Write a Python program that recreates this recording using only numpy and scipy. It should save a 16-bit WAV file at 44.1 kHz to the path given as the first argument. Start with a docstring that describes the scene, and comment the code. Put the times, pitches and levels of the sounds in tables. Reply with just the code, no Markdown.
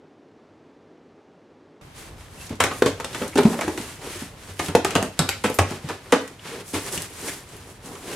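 """Puppy wrestling a cardboard box

A moment of quiet bedroom air, then a cut to a living room where a puppy wrestles a cardboard box over parquet.
Decaying modes, noise crunches and damped sines make the knocks; filtered ticks make the claws and flaps.
Grainy noise makes the rubbing and squeaks, high sines a collar tag, shaped noise the rumble and room air.
Noise tails that die band by band let the small room answer the blows and clicks."""
import sys
import numpy as np
from scipy import signal
from scipy.fft import rfft, irfft
from scipy.io import wavfile
from scipy.ndimage import uniform_filter1d

SR = 44100
rng = np.random.default_rng(int(sys.argv[2]) if len(sys.argv) > 2 else 0)


def transcribe(u):
    """Save the signal u as a 16-bit wav file named by the first command-line argument.

    u: samples, shape (n,) or (channels, n), limited to [-1, 1]; the rate is SR.
    q: integer samples, one column per channel.
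    """
    v = np.clip(np.atleast_2d(u).T, -1, 1)
    q = np.round(v * 32767).astype(np.int16)
    wavfile.write(sys.argv[1], SR, q)


N = 359415

CUT_S = 1.812  # bedroom before, living room after
PORTS_HZ = 2360  # above this the two microphone ports hear diffuse sound differently


def undb(db):
    """Decibels to gain."""
    return 10 ** (np.asarray(db) / 20)


def unit(x):
    """Scale to rms 1."""
    return x / np.sqrt(np.mean(x ** 2))


def band(x, hz, width):
    """One resonance, gain 1 at the centre."""
    return signal.lfilter(*signal.iirpeak(hz, hz / width, fs=SR), x)


def fade(t, t60):
    """Envelope that falls 60 dB in t60 seconds."""
    return np.exp(-np.log(1000) * t / t60)


def attack(t, seconds):
    """Exponential rise towards 1 with this time constant."""
    return 1 - np.exp(-t / seconds)


def add(out, s, sound):
    """Mix a short sound in at time s."""
    i = int(s * SR)
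    out[..., i:i + sound.shape[-1]] += sound[..., :N - i]


def walk(rate):
    """Random levels, drawn rate times a second and joined by slews; spread near 1."""
    k = int(SR / rate)
    held = np.repeat(rng.standard_normal(N // k + 1), k)
    return 1.2 * uniform_filter1d(held, k)[:N]


def diffuse(make, side_db):
    """Two ports close together: alike in the bass, partly unrelated in the treble."""
    side = signal.lfilter(*signal.butter(1, PORTS_HZ, "high", fs=SR), make())
    return make() + undb(side_db) * side * np.array([[1], [-1]])


def air(points, flicker_db):
    """Steady noise of a given colour, rms near 1, that flickers slightly."""
    hz, db = np.transpose(points)
    bins_hz = np.arange(N // 2 + 1) * SR / N
    shape = undb(np.interp(np.log(bins_hz + 1), np.log(hz), db))
    noise = irfft(rfft(rng.standard_normal(N)) * shape, N)
    return unit(noise) * undb(flicker_db * walk(8))


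# Box against floor and paws. Each row: start in seconds, blow level in dB, thump pitch in Hz,
# thump, crunch and floorboard levels in dB relative to the blow, ring in seconds.
KNOCKS = [(2.504, -21, 250, -2, -28, -9, 0.09), (2.601, -13.5, 433, -20, 5, -15, 0.092),
          (2.638, -7, 557, -10, -8.5, -21.5, 0.095), (2.712, -22, 390, -17, 2.5, -26, 0.043),
          (2.821, 4.5, 460, -3.5, -13, -50, 0.034), (2.86, -2, 437, -10.5, -14, -23.5, 0.069),
          (2.999, -27.5, 420, -5, 4.5, -33, 0.081), (3.043, -23.5, 522, -3, -1, -28, .07),
          (3.146, -26, 610, -11, 2, -39, 0.1), (3.216, -6.5, 487, -12.5, -16.5, -33, 0.084),
          (3.259, -24, 468, -9, -10, -11, 0.051), (3.357, -3, 275, -6.5, -21, -37, .06),
          (3.373, -8.5, 320, -2, -4, -31, 0.033), (3.383, 0.5, 405, -6.5, -14.5, -47, 0.11),
          (3.451, -5, 204, 4, -14.5, -35, 0.078), (3.529, -15, 240, -12, -12.5, -24, 0.15),
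          (3.59, -20, 563, 3, 0.5, -36, 0.037), (3.611, -22.5, 648, -4, 5, -33, .11),
          (3.63, -25.5, 600, -6, 2.5, -30, .06), (3.646, -21, 320, 0, -13, -13, 0.047),
          (3.678, -7, 330, -6, -15, -40, 0.068), (3.744, -25, 302, -3, -22, -26, .085),
          (3.777, -23.5, 337, 2, -1, -28, .062), (3.799, -18.5, 244, -1, -13, -32, 0.043),
          (4.151, -28.5, 335, -4.5, -26, -9, .12), (4.219, -19, 230, -5.5, -28, -22, 0.05),
          (4.489, -30, 150, -5, -21, -6, 0.076), (4.594, -12, 418, -7, -4.5, -20, 0.061),
          (4.685, -13, 147, -10, -12.5, -15.5, .11), (4.75, 5.5, 468, -5.5, -12, -34, 0.048),
          (4.847, -12.5, 383, -13, 0, -35, 0.059), (4.953, -1.5, 518, -12.5, -7.5, -22, 0.082),
          (5.021, -10, 164, -15, -15.5, -30, 0.12), (5.192, -8.5, 163, -8, -6, -18.5, 0.12),
          (5.288, -18, 450, -2, 1, -18, 0.044), (5.441, -4.5, 460, -20, -8.5, -30, .13),
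          (5.5, -7.5, 460, -8, -19, -34, 0.038), (5.587, -1, 264, -15.5, -4.5, -14.5, 0.049),
          (5.712, -10.5, 237, -14, -18, -31, 0.099), (5.843, -24, 155, 0.5, -39, -18, 0.13),
          (5.888, -26.5, 590, -10, 3, -30, 0.047), (5.897, -16.5, 460, -6.5, -6.5, -24, 0.1),
          (6.058, -42.5, 390, -4, 3, -18, 0.13), (6.124, 1, 494, -8.5, -9, -40, 0.096),
          (6.131, -5, 256, -6.5, -8.5, -42, .04), (6.453, -35.5, 175, -5, 2, -34, .095),
          (6.736, -13.5, 276, -9.5, -27, -21, 0.098), (6.86, -31, 404, -6, -7, -30, .08),
          (6.924, -28.5, 363, -3.5, -27, -36, 0.18), (6.975, -24.5, 158, -0.5, -21, -14, 0.068),
          (7.846, -36.5, 173, 2.5, -25, -25, 0.077)]
# Walls and air of the box. Each row: mode in Hz, relative level in dB, t60 in seconds at a ring of 0.14 s.
BOX_MODES = [(150, -3.5, 0.12), (209.5, -1, 0.07), (268.3, 0, 0.16), (325, -1, 0.088), (361, -2, 0.12),
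             (412, 4.5, 0.098), (460, -4.5, 0.096), (505.4, -19, 0.32), (588, -4, 0.14), (718, -26.5, 0.11),
             (753.5, -6, 0.098), (858, -6, 0.11), (1000, -6.5, 0.033)]
# Cardboard crunch above the clear modes. Each row: centre in Hz, width in Hz, relative level in dB.
CRUNCH_BANDS = [(400, 360, -10), (850, 270, -7.5), (1264, 520, -7), (2500, 590, -18)]
CONTACT_S, CRACK_S = 0.0018, 0.00054  # the crunch starts faster than the walls swing
BOARDS_HZ, BOARDS_T60_S = 94.3, 0.33


def crunch_noise(t, ring):
    """Crumpling cardboard: banded noise whose level jumps in fits as loose flaps rattle."""
    fits = undb(3.4 * np.repeat(rng.standard_normal(len(t) // 150), 150))
    crunch = np.zeros(len(t))
    for hz, width, db in CRUNCH_BANDS:
        noise = band(fits * rng.standard_normal(len(t)), hz, width)
        crunch += undb(db) * unit(noise * fade(t, ring))
    # unit() lifts short bursts; the root evens out their starting level
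    return crunch * np.sqrt(0.14 * ring) * attack(t, CRACK_S)


def knocks():
    """Each blow: a thump of the struck panel, the box modes in a new mix, a crunch and a boom of the floorboards."""
    out, thumps = np.zeros(N), np.zeros(N)
    t = np.arange(SR // 2) / SR
    hz, mode_db, t60 = (c[:, None] for c in np.transpose(BOX_MODES))
    contact = attack(t, CONTACT_S)
    boards = np.sin(2 * np.pi * BOARDS_HZ * t) * fade(t, BOARDS_T60_S) * attack(t, 0.0022)
    for s, db, thump_hz, thump_db, crunch_db, boards_db, ring in KNOCKS:
        # random detune, phase and level of every mode
        detune, phase, level = rng.standard_normal((3, len(BOX_MODES), 1))
        swing = np.sin(2 * np.pi * hz * (1 + 0.032 * detune) * t + 2 * phase)
        modes = np.sum(undb(mode_db + 2.9 * level) * swing * fade(t, t60 * ring / 0.14), axis=0)
        box = undb(-17) * contact * modes + undb(crunch_db) * crunch_noise(t, ring)
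        add(out, s, undb(db) * (box + undb(boards_db) * boards))
        # a few cycles, then the paw damps it
        thump = np.sin(2 * np.pi * thump_hz * t) * np.exp(-(t / (0.16 * ring)) ** 2)
        add(thumps, s, undb(db + thump_db) * contact * thump)
    return out, thumps


# Claws on parquet and snapping flaps. Each row: start in seconds, level in dB, centre in Hz,
# t60 of the rattle in seconds.
CLICKS = [(1.865, -45, 9000, 0.013), (2.4125, -26, 2710, .035), (2.467, -25, 3990, 0.046),
          (2.494, -22, 2760, 0.042), (2.555, -33, 7380, .024), (2.604, -1.5, 2460, 0.063),
          (2.6388, 1.5, 2000, 0.032), (2.7134, -27, 2000, .03), (2.8221, -10, 2000, .047),
          (2.8603, -8, 2700, 0.11), (3.0005, -16, 2090, 0.028), (3.046, -11, 3080, 0.023),
          (3.13, -22, 3100, .079), (3.147, -13.5, 2560, 0.054), (3.279, -20, 9910, .027),
          (3.3561, -11.5, 2580, .04), (3.379, -3, 2760, 0.022), (3.3875, -16, 2760, 0.026),
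          (3.4334, -11, 2540, 0.026), (3.6107, -6, 2260, 0.014), (3.68, -15.5, 2020, .033),
          (3.7761, -13.5, 2290, 0.034), (3.813, -20, 3530, 0.045), (4.5928, -9, 2250, 0.061),
          (4.661, -16, 3540, .03), (4.684, -12, 2410, 0.024), (4.7534, 0.5, 2100, 0.013),
          (4.8477, 2.2, 2530, 0.0091), (4.907, -9, 2240, 0.025), (4.9528, -3.5, 2820, 0.039),
          (5.027, -2, 1890, 0.0081), (5.1917, 3.5, 3930, 0.016), (5.2912, 3.5, 2370, 0.012),
          (5.4392, -10.5, 2380, 0.21), (5.5, -18, 11000, 0.022), (5.5424, -21, 10400, .028),
          (5.5877, 1, 2000, 0.057), (5.7082, -13.5, 2060, .022), (5.8883, -18, 2960, 0.066),
          (6.1228, 0, 2020, 0.029), (6.2775, -17, 2000, 0.021), (6.4465, -34, 3390, 0.027),
          (6.7416, -12, 2110, 0.14), (6.9254, -18, 9470, .043), (6.9764, -8, 2740, 0.025),
          (7.021, -10, 9300, 0.0053), (7.2836, -13.5, 2020, .09), (7.49, -34, 8500, .015),
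          (7.567, -29, 12000, .012), (7.727, -37, 9000, .012), (7.859, -27, 8500, .03),
          (7.954, -23.5, 2350, .04), (8.0425, -34, 12000, .012)]
CLAW_PAN_DB = 2.5  # scatter of the level difference between left and right
SOFA_ECHO_S, SOFA_ECHO_DB = .0052, -9


def clicks():
    """A sharp tick, its first echo off nearby furniture, and a short rattle that scatters between the ports."""
    out, t = np.zeros((2, N)), np.arange(SR // 5) / SR
    touch = 1. * (t == 0)
    for s, db, hz, rattle in CLICKS:
        chatter = diffuse(lambda: rng.standard_normal(len(t)), -3.5) * fade(t, rattle) * attack(t, 0.0004)
        chatter = chatter * (1 + 1.55 * fade(t, 0.005))  # hardest early on
        burst = undb(5.5) * touch + undb(-8.0) * chatter
        tick = band(burst, hz, 0.58 * hz) + 0.33 * band(burst, 6900, 4100)
        tick = tick + 0.62 * band(touch, 8800, 6000)  # the first touch is brightest
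        pan_db = CLAW_PAN_DB * rng.standard_normal() * np.array([[.5], [-.5]])
        tick = undb(db + pan_db) * tick
        add(out, s, tick)
        add(out, s + SOFA_ECHO_S, undb(SOFA_ECHO_DB) * tick[::-1])  # echo with sides swapped
    return out


# Strokes of cardboard and paws over the floor. Each row: loudest moment in seconds, swell in seconds,
# fade in seconds, drag on the box walls in dB, rasp in dB, fine hiss in dB.
SCUFFS = [(1.995, 0.036, 0.082, -55, -49, -47.5), (2.215, 0.055, 0.037, -62, -57, -59),
          (2.44, 0.087, 0.056, -54, -49.5, -45.5), (2.515, 0.015, 0.036, -39, -53, -68),
          (2.63, 0.032, 0.053, -37, -57, -58), (2.764, 0.066, 0.15, -50, -50, -43.5),
          (3.2, .12, 0.09, -38.5, -40, -42.5), (3.54, 0.16, 0.12, -33, -45.5, -39.5),
          (3.8, 0.13, 0.049, -41.5, -45, -43), (3.91, 0.12, 0.065, -48, -44, -44.5),
          (4.051, 0.041, 0.072, -39, -46, -47), (4.16, 0.084, 0.11, -53, -40, -40.5),
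          (4.47, 0.066, 0.12, -53.5, -50.5, -50), (4.639, 0.039, 0.068, -38.5, -41.5, -37),
          (4.912, 0.075, 0.092, -34.5, -41.5, -55), (5.04, 0.044, 0.059, -38.5, -62, -46),
          (5.276, 0.11, 0.14, -53, -45.5, -50), (5.55, 0.085, 0.061, -50, -55, -44),
          (5.716, 0.047, 0.069, -42, -41.5, -47), (5.92, 0.08, 0.06, -47, -45, -54),
          (6.25, 0.2, 0.082, -47, -53, -53), (6.46, 0.043, 0.074, -55, -44.5, -51),
          (6.55, 0.063, 0.085, -40.5, -45.5, -50.5), (6.7, 0.039, 0.035, -75, -62, -41.5),
          (6.748, .012, 0.048, -28.5, -32.5, -34.5), (6.88, 0.072, 0.036, -41, -38.5, -36.5),
          (6.935, 0.019, 0.037, -35.5, -44, -31.5), (6.99, .04, 0.072, -41.5, -38, -36),
          (7.25, 0.11, .04, -42.5, -42, -38.5), (7.31, 0.042, 0.08, -44, -43, -38.5),
          (7.56, 0.11, 0.066, -52, -53.5, -52), (7.7, 0.055, 0.057, -50.5, -65, -53),
          (7.865, 0.028, 0.18, -40.5, -52, -45), (8.14, 0.08, .05, -36, -39.5, -41)]
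# Faint shuffling between strokes, one row: drag, rasp and hiss levels in dB.
REST_DB = (-60.5, -55.5, -63)
STROKE_SHAPE = 1.98  # 1 = pointed stroke, 2 = rounded


def strokes():
    """Pressure of the rubbing on its three layers: every stroke swells to its loudest moment and fades."""
    t = np.arange(N) / SR
    out = undb(REST_DB)[:, None] * np.ones(N)
    for s, swell, ebb, *db in SCUFFS:
        distance = abs(t - s) / np.where(t < s, swell, ebb)
        out += undb(db)[:, None] * np.exp(-distance ** STROKE_SHAPE)
    return out


# Coarse scratching. Each row: centre in Hz, width in Hz, relative level in dB.
RASP_BANDS = [(1630, 2180, 11.5), (3150, 460, -1)]
# Fine hiss along the varnish. Each row: centre in Hz, width in Hz, relative level in dB.
HISS_BANDS = [(6530, 5600, 15), (9730, 5500, 22), (12000, 4000, -30)]


def rub():
    """Dense slips of uneven size shake the box walls and hiss along the varnish."""
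    drag, rasp, hiss = strokes()
    judder = undb(1.2 * walk(40))

    def slips(grain_db):
        size = np.minimum(rng.exponential(size=N), 7.5)
        return rng.standard_normal(N) * undb(grain_db * size) * judder

    def friction(bands, grain_db):
        return unit(sum(undb(db) * band(slips(grain_db), hz, width) for hz, width, db in bands))

    # wide resonances: the rubbing damps the walls
    walls = sum(undb(db) * band(slips(3.66), hz, 9 / t60) for hz, db, t60 in BOX_MODES)
    scratch = diffuse(lambda: rasp * friction(RASP_BANDS, 2.4), -3.5)
    fine = diffuse(lambda: hiss * friction(HISS_BANDS, 3.1), -2.6)
    return drag * undb(1.26 * walk(60)) * unit(walls) + scratch + fine


# An edge catches and sings briefly. Each row: start in seconds, time scale in seconds, pitch in Hz,
# width in Hz, level in dB.
SQUEAKS = [(2.376, 0.014, 2660, 150, -47), (2.398, 0.037, 2690, 150, -46), (3.15, 0.02, 1790, 200, -33.5),
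           (3.326, 0.019, 2200, 500, -39), (6.391, 0.011, 2960, 800, -44.5), (6.51, 0.094, 426, 60.3, -35),
           (7.288, 0.016, 1680, 500, -32), (7.947, 0.034, 1130, 300, -43.5),
           (5.302, 0.048, 2200, 700, -33.5)]


def squeaks():
    """Short narrow bands of friction that swell and die."""
    out = np.zeros(N)
    for s, length, hz, width, db in SQUEAKS:
        t = np.arange(SR // 4) / SR / length
        tone = unit(band(band(rng.standard_normal(len(t)), hz, width), hz, width))
        swell = 4 * t * np.exp(-2.5 * t ** 2)
        add(out, s, undb(db) * tone * swell)
    return out


# The collar tag tinkles. Each row: start in seconds, level in dB.
TINKLES = [(3.405, -36), (5.543, -26)]
# Ringing of the tag. Each row: mode in Hz, relative level in dB, t60 in seconds.
TAG_MODES = [(10450, -7, .1), (13130, 1, 0.13)]


def tag():
    """A small metal tag rings very high."""
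    out, t = np.zeros(N), np.arange(SR // 4) / SR
    ring = sum(undb(db) * np.sin(2 * np.pi * hz * t) * fade(t, t60) for hz, db, t60 in TAG_MODES)
    for s, db in TINKLES:
        add(out, s, undb(db) * ring)
    return out


# Reverberation of the living room. Each row: centre in Hz, t60 in seconds, relative level in dB.
ROOM_BANDS = [(130, 0.15, 5.5), (250, 0.35, -1.5), (500, 0.29, 0.5), (920, 0.24, -1), (2000, 0.37, -4.5),
              (4200, 0.36, -3), (7360, 0.21, -3), (13300, 0.18, -1.5)]
ROOM_DB, THUMP_WET_DB = -6, -4
MOVE_S = .05  # a new echo pattern is drawn this often


def room(x):
    """Echoes thicken into a tail that dies band by band; their pattern keeps changing."""
    out, t, step = np.zeros((2, N)), np.arange(SR // 2) / SR, int(MOVE_S * SR)

    def tail():
        y = sum(undb(db) * band(rng.standard_normal(len(t)), hz, 0.77 * hz) * fade(t, t60)
                for hz, t60, db in ROOM_BANDS)
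        y = y * attack(t, 0.0026)
        return y / np.sqrt(np.sum(y ** 2))  # energy 1

    for i in range(int(CUT_S * SR), N, step):
        echoes = signal.fftconvolve(diffuse(tail, -0.77), x[None, i:i + step], axes=1)
        add(out, (i + .5) / SR, echoes)  # half a sample guards against rounding down
    return undb(ROOM_DB) * out


# Low rumble under the living room. Each row: time in seconds, level in dB.
RUMBLE = [(1.9, -56), (2.02, -48.5), (2.73, -52), (3.0, -51.5), (5.2, -54), (5.63, -54), (6.15, -70),
          (8.1, -52)]


def rumble():
    """A deep, unsteady rumble, nearly alike at both ports."""
    s, db = np.transpose(RUMBLE)
    mid, side = [unit(band(band(rng.standard_normal(N), 55, 60), 55, 60)) for _ in range(2)]
    level = undb(np.interp(np.arange(N) / SR, s, db) - 0.5 + 1.6 * walk(5))
    return level * (mid + undb(-13) * side * np.array([[1], [-1]]))


# Colour of the living room air. 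Each row: frequency in Hz, relative level in dB per Hz.
LOUNGE = [(15, -30), (25, 0), (60, -2.5), (102, 6), (236, -5.5), (962, -12.5), (1440, -19.5), (2690, -25.5),
          (5730, -40), (9570, -45), (12500, -26), (16000, -56)]
LOUNGE_DB = -47.5


def lounge_air():
    """Coloured noise whose treble spreads widely between the ports."""
    return undb(LOUNGE_DB) * diffuse(lambda: air(LOUNGE, 1.9), 5.4)


# Colour of the bedroom air. Each row: frequency in Hz, relative level in dB per Hz.
BEDROOM = [(15, -65), (25, -33), (74, -23), (105, -9.5), (134, -22), (153, -7.5), (185, -12.5), (293, -4.5),
           (326, -6), (427, -8), (695, -16), (6210, -42), (16000, -65)]
BEDROOM_DB = -52


def bedroom_air():
    """Quiet coloured noise, the same at both ports and almost steady."""
    return undb(BEDROOM_DB) * air(BEDROOM, 0.37)


def scene():
    """Bedroom air until the cut, then the living room."""
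    after = np.arange(N) >= CUT_S * SR
    box, thumps = knocks()
    hits = box + clicks()
    # the thump is a near sound; less of it reaches the walls
    wet = room(hits.mean(axis=0) + undb(THUMP_WET_DB) * thumps)
    lounge = hits + thumps + wet + rub() + squeaks() + tag() + rumble() + lounge_air()
    return np.where(after, lounge, bedroom_air())


MIC_THIN_HZ, MIC_DULL_HZ, TOP_HZ = 38.2, 10830, 16000
CLIP = .9  # full scale is 1


def record(dry):
    """The microphone is thin in the deep bass and dull at the top; the loudest peaks clip; the top is cut."""
    mic_sos = signal.butter(2, [MIC_THIN_HZ, MIC_DULL_HZ], "band", fs=SR, output="sos")
    mic = signal.sosfilt(mic_sos, dry)
    top_sos = signal.ellip(8, .2, 60, TOP_HZ, fs=SR, output="sos")
    return signal.sosfilt(top_sos, np.clip(mic, -CLIP, CLIP))


dry = scene()
out = record(dry)
transcribe(out)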